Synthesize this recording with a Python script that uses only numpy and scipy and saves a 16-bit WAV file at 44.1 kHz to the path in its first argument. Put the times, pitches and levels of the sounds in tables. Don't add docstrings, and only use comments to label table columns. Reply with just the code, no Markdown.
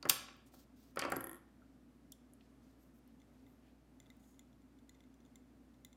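import sys
import numpy as np
from scipy import signal
from scipy.fft import rfft, irfft, next_fast_len
from scipy.io import wavfile
from scipy.ndimage import map_coordinates

SR = 44100
rng = np.random.default_rng(int(sys.argv[2]) if len(sys.argv) > 2 else 0)


def generate_wav(signal):
    frames = np.transpose(np.atleast_2d(signal))
    scaled = np.clip(frames, -1, 1) * 32767
    pcm = np.round(scaled).astype(np.int16)
    wavfile.write(sys.argv[1], SR, pcm)


N = 262836
T = np.arange(N) / SR

# (time [s], level [dB])
SNIP_CONTACTS = [(.0948, -17.5), (0.0968, -10.5), (.1033, -22.5)]
# (centre [Hz], width [octaves], relative level [dB], t60 [s])
SNIP_GRIT = [(4298, 0.81, -4, .022), (11800, .45, -0.5, .012)]
# (time [s], peak [dB], centre [Hz], width [octaves], t60 [s])
SOFT_LEAD_IN = [(.0885, -32.5, 4466, 1.3, .05)]
SNIP_RING_DB = -19


def snip():
    bursts = [(s, db + level, hz, octaves, t60)
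              for s, db in SNIP_CONTACTS
              for hz, octaves, level, t60 in SNIP_GRIT]
    ring = blades([(s, db + SNIP_RING_DB, hz) for s, db, hz, *_ in bursts])
    return grit(SOFT_LEAD_IN + bursts) + ring


# (frequency [Hz], width [Hz], relative level [dB])
BLADE_MODES = [(2540, 250, -5.5), (3600, 270, -5.5), (4620, 110, 2), (4930, 130, 0.5), (5800, 240, -5.5),
               (9088, 400, -6.5), (10996, 500, -3.5), (12000, 400, -6), (14250, 460, -5)]


def blades(hits):
    blows = [(s, db, 7 * np.log2(hz / 8000)) for s, db, hz in hits]
    return strike(blows, BLADE_MODES, scatter_db=4, detune=0.01498, pivot_hz=6000)


# (time [s], peak of the grit [dB], centre [Hz])
BLADE_CLINKS = [(.0273, -41.5, 4220), (.0535, -48.5, 5900), (.073, -53.5, 10900), (.9597, -43.5, 9900),
                (.9718, -47.5, 5060), (.9926, -29.5, 5570), (1.0165, -39, 4560), (1.039, -46, 4440),
                (1.05, -44, 4400), (1.054, -55, 7000), (1.101, -42.5, 10300), (1.12, -32, 7900),
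                (1.161, -42.5, 6100)]
CLINK_OCTAVES, CLINK_T60_S = 0.72, 0.016
CLINK_RING_DB, CLINK_RING_DB_PER_OCTAVE = -2, -13


def clinks():
    hits = []
    for s, db, hz in BLADE_CLINKS:
        ring_db = CLINK_RING_DB + CLINK_RING_DB_PER_OCTAVE * np.log2(hz / 5000)
        hits.append((s, db + ring_db, hz))
    ring = blades(hits)
    return ring + grit([(s, db, hz, CLINK_OCTAVES, CLINK_T60_S) for s, db, hz in BLADE_CLINKS])


# (time [s], level [dB], hardness [dB per octave])
DESK_KNOCKS = [(.03, -44.5, 3), (0.0533, -29.5, 1.5), (.098, -23, 10.5), (.105, -42, -11.5), (.285, -44, 9),
               (0.5383, -55, 1), (0.96, -45.5, 3), (.971, -27, 5.5), (.995, -31.5, 8.5), (1.022, -26, 7),
               (1.036, -35, 6.5), (1.05, -27.5, 3.5), (1.082, -34.5, -2.5), (1.1208, -24.5, 2.5),
               (1.165, -34.5, -3)]
# (frequency [Hz], width [Hz], relative level [dB])
DESK_MODES = [(128, 34, -11.5), (276, 30, -3), (364, 45, 0), (539.6, 50, -0.5), (737, 94, -0.5),
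              (1132, 61, -4.5), (1353.6, 87, -0.5), (1630, 190, -5), (1860, 170, -10), (2373.4, 120, -11.5),
              (2940, 280, -10), (4396, 400, -21)]
ROCK_S, ROCK_LOSS_DB, ROCK_SOFTER = .011, 8.5, 4.4


def desk():
    blows = [(s + ROCK_S * k, db - ROCK_LOSS_DB * k, hardness - ROCK_SOFTER * k)
             for s, db, hardness in DESK_KNOCKS
             for k in range(3)]
    crunch = grit([(s, db - 5.0, 800 * 2 ** (.15 * hardness), .65, .05) for s, db, hardness in blows])
    return strike(blows, DESK_MODES, scatter_db=2.5, detune=0.016, pivot_hz=890) + crunch


BOUNCE_LAW = dict(first_s=1.1665, gap_s=.0410, shrink=.835, first_db=-31.5, loss_db=1.5, fade_db=0.14, high_hz=11740, low_hz=10900, spot_db=-7.5, spot_gain_db=1.26)
# (frequency [Hz], width [Hz], relative level [dB])
PART_MODES = [(340, 35, -0.5), (1064, 140, 3.5), (1835, 82, -1), (3300, 300, -2)]


def bounces(first_s, gap_s, shrink, first_db, loss_db, fade_db, high_hz, low_hz, spot_db, spot_gain_db,
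            count=14):
    k = np.arange(count)
    times = first_s + gap_s * (1 - shrink ** k) / (1 - shrink)
    levels = first_db - loss_db * k - fade_db * k ** 2
    ping_hz = low_hz + (high_hz - low_hz) * 0.73 ** k
    ping = grit([(s, db, hz, .1, .013) for s, db, hz in zip(times, levels, ping_hz)])
    crack = grit([(s, db - 4.5, 10500, .4, .008) for s, db in zip(times, levels)])
    landings = list(zip(times, levels + spot_db + spot_gain_db * k, 0 * k))
    return ping + crack + strike(landings, PART_MODES, scatter_db=1.7, detune=0.013, pivot_hz=1600)


# (time [s], level [dB], brightness [dB per octave])
BOBBIN_TICKS = [(3.2011, -63.5, 0.5), (3.2174, -62, -2.5), (3.4655, -63, -9), (4.0013, -50.5, -0.5),
                (4.0597, -62.5, -3.5), (4.0664, -61.5, -6), (4.1021, -52, -5.5), (4.1684, -61, 15),
                (4.3934, -49.5, 4.5), (4.7884, -63.5, 2.5), (4.8938, -50.5, 2.5), (4.9492, -63, -5),
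                (5.0055, -58.5, -2), (5.0384, -64, -4), (5.1417, -62.5, 7.5), (5.2041, -64.5, 4),
                (5.251, -63, 6), (5.2614, -64, 0), (5.3572, -50.5, 3.5), (5.7424, -66, 1.5),
                (5.8486, -44.5, 3), (5.9294, -56, 1)]
# (frequency [Hz], width [Hz], relative level [dB])
BOBBIN_MODES = [(2080, 51, -4), (3543, 157, 5.5), (4040, 64, -11.5), (5680, 230, -11), (6080, 93, -4.5),
                (7040, 147, 0.5), (9900, 170, -18), (10200, 160, -14), (12800, 250, -18), (15620, 490, -8)]
SWING_TICKS = dict(from_s=4.0, to_s=5.95, db=-66)


def bobbin():
    ticks = BOBBIN_TICKS + jiggle(**SWING_TICKS)
    crack = grit([(s, db - 4.5 + .5 * (db + 52), 9500, .9, .008) for s, db, _ in ticks])
    return strike(ticks, BOBBIN_MODES, scatter_db=3.5, detune=0.016, pivot_hz=3300) + crack


def jiggle(from_s, to_s, db, count=7):
    chance = rng.random((count, 3))
    return [(from_s + (to_s - from_s) * when, db - 4 * weaker, 8 * (bright - .5))
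            for when, weaker, bright in chance]


# (time [s], peak [dB], centre [Hz], width [octaves])
NAIL_CLICKS = [(.366, -64, 14100, 0.22), (.8, -64, 14470, .15), (1.619, -62.5, 1370, .13),
               (2.1206, -41.5, 8400, 0.62), (2.124, -54, 3350, .12), (2.335, -52.5, 9250, .3),
               (2.4087, -59, 2700, 0.49), (3.076, -62, 12000, .4)]
CLICK_T60_S, CLICK_CYCLES = 0.013, 9.4
# (start [s], end [s], level [dB], centre [Hz], sheen relative to it [dB])
FINGER_RUBS = [(0.46, 0.498, -72, 7300, -13), (0.519, 0.647, -69.5, 5000, -2.5),
               (.76, 0.939, -76.5, 4500, -3.5), (2.397, 2.52, -86, 4000, -13.5),
               (2.62, 2.78, -86.5, 4490, -12), (2.792, 2.917, -84, 6500, -2), (2.94, 3.0, -81, 9000, 3),
               (3.071, 3.123, -82, 2470, -15), (3.331, 3.46, -86, 4450, -18), (3.461, 3.55, -86, 9000, 4),
               (3.623, 3.742, -81.5, 2297, -15), (4.194, 4.381, -79.5, 8000, -13)]
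RUB_OCTAVES, SHEEN_HZ, SHEEN_OCTAVES = 0.77, 13600, 0.18
# (start [s], end [s], level [dB], centre [Hz])
THREAD_WHISTLES = [(2.642, 2.756, -93.5, 12380), (2.787, 2.897, -86, 12150), (3.321, 3.41, -95, 12500),
                   (3.47, 3.58, -89, 12050), (4.199, 4.384, -83.5, 6770)]
WHISTLE_OCTAVES = 0.067


def rustle():
    out = grit([(s, db, hz, octaves, CLICK_T60_S + CLICK_CYCLES / hz / octaves)
                for s, db, hz, octaves in NAIL_CLICKS])
    grain = amp(2.3 * wobble(90))
    f = np.fft.rfftfreq(SR // 4, 1 / SR)
    sheen = band(f, SHEEN_HZ, SHEEN_OCTAVES)
    rubs = [(start, end, db, band(f, hz, RUB_OCTAVES) + amp(sheen_db) * sheen)
            for start, end, db, hz, sheen_db in FINGER_RUBS]
    whistles = [(start, end, db, band(f, hz, WHISTLE_OCTAVES)) for start, end, db, hz in THREAD_WHISTLES]
    for start, end, db, colour in rubs + whistles:
        progress = np.linspace(0, 1, round((end - start) * SR))
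        swell = np.abs(np.sin(np.pi * progress ** 0.67)) ** 0.57
        hiss = unit(irfft(rfft(rng.standard_normal(SR // 4)) * colour))[:len(progress)]
        at = slice(round(start * SR), round(start * SR) + len(progress))
        out[at] += amp(db) * grain[at] * swell * hiss
    return out


# (frequency [Hz], t60 [s])
ROOM_DECAY = [(150, .45), (1000, .62), (3000, 0.57), (6000, 0.45), (9000, .33), (14000, 0.22)]


def room(x, delay_s):
    hz, t, z = signal.stft(rng.standard_normal(SR), SR, nperseg=256)
    decay = amp(-60 * t / along(ROOM_DECAY, hz)[:, None])
    tail = signal.istft(z * decay, SR, nperseg=256)[1]
    delayed = np.pad(x, (round(delay_s * SR), 0))
    return signal.fftconvolve(delayed, tail / np.linalg.norm(tail))[:N]


# (frequency [Hz], level around which it wavers [dB rms])
MAINS_HUM = [(59.3, -70), (119.5, -84.5)]
# (frequency [Hz], half-width at half amplitude [Hz], level [dB rms])
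DUCT_DRONE = (255, 33, -67)
# (frequency [Hz], relative level [dB])
AIR_COLOUR = [(25, -45.5), (50, -22.5), (85, -14.5), (130, -8), (182, -13.5), (259, -8), (433, -18.5),
              (651, -20), (952, -26.5), (1360, -28), (3320, -37.5), (14500, -45), (15500, -51.5),
              (16500, -60)]
AIR_DB = -68.5


def background():
    hum = sum(np.sqrt(2) * amp(db + 0.44 * wobble(5.9)) * np.sin(2 * np.pi * hz * T)
              for hz, db in MAINS_HUM)
    hz, width, db = DUCT_DRONE
    drone = amp(db) * noise(lambda f: 1 / (1 + ((f - hz) / width) ** 2))
    air = amp(AIR_DB + wobble(7) / 2) * noise(lambda f: amp(along(AIR_COLOUR, f)))
    return hum + drone + air


def strike(hits, modes, scatter_db, detune, pivot_hz):
    out, t = np.zeros(N + SR), np.arange(SR // 8) / SR
    hz, width, level = np.transpose(modes)[:, :, None]
    for s, db, tilt in hits:
        chance = rng.standard_normal((3, len(modes), 1))
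        gain = amp(level + tilt * np.log2(hz / pivot_hz) + scatter_db * chance[0])
        tone = np.sin(2 * np.pi * hz * (1 + detune * chance[1]) * t) * np.sign(chance[2])
        ring = gain * np.exp(-np.pi * width * t) * tone
        onset = 1 - np.exp(-t * pivot_hz * 2)
        out[round(s * SR):][:len(t)] += amp(db) * onset * ring.sum(0) / np.linalg.norm(gain)
    return out[:N]


def grit(rows):
    out, t = np.zeros(N + SR), np.arange(4096) / SR
    f = np.fft.rfftfreq(len(t), 1 / SR)
    for s, db, hz, octaves, t60 in rows:
        hiss = irfft(rfft(rng.standard_normal(len(t))) * band(f, hz, octaves))
        burst = hiss * (1 - np.exp(-t * hz)) * amp(-60 * t / t60)
        out[round(s * SR):][:len(t)] += amp(db) * burst / np.abs(burst).max()
    return out[:N]


def band(hz, centre_hz, octaves):
    return np.exp(-.5 * (np.log2((hz + 1) / centre_hz) / octaves) ** 2)


def amp(db):
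    return 10 ** (np.asarray(db) / 20)


def unit(x):
    return x / np.sqrt(np.mean(x ** 2) + 1e-20)


def along(points, hz):
    f, v = np.transpose(points)
    return np.interp(np.log(hz + 1), np.log(f + 1), v)


def wobble(rate):
    return map_coordinates(rng.standard_normal(int(N * rate / SR) + 4), [T * rate])


def filtered(x, response):
    m = next_fast_len(N + SR // 2)
    return irfft(rfft(x, m) * response(np.fft.rfftfreq(m, 1 / SR)), m)[..., :N]


def noise(response):
    return unit(filtered(rng.standard_normal(N), response))


def scene():
    cut, clatter, wood = snip(), clinks(), desk()
    part, spool, hands = bounces(**BOUNCE_LAW), bobbin(), rustle()
    near = cut + clatter + wood + part + spool + hands
    echo = room(amp(-10.5) * cut + amp(-12.5) * clatter + amp(-15) * spool, delay_s=0.0045)
    desk_echo = room(amp(-7) * wood + amp(-14) * part, delay_s=.005)
    hands_echo = amp(-15.5) * room(hands, delay_s=.006)
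    return (near + echo + desk_echo + hands_echo + background())[None]


TOP_HZ = 16200


def record(dry):
    def response(hz):
        edge = 1 / (1 + (hz / TOP_HZ) ** 90)
        return edge ** 2 / (1 + (40 / (hz + 1)) ** 4)
    return filtered(dry, response)


dry = scene()
out = record(dry)
generate_wav(out)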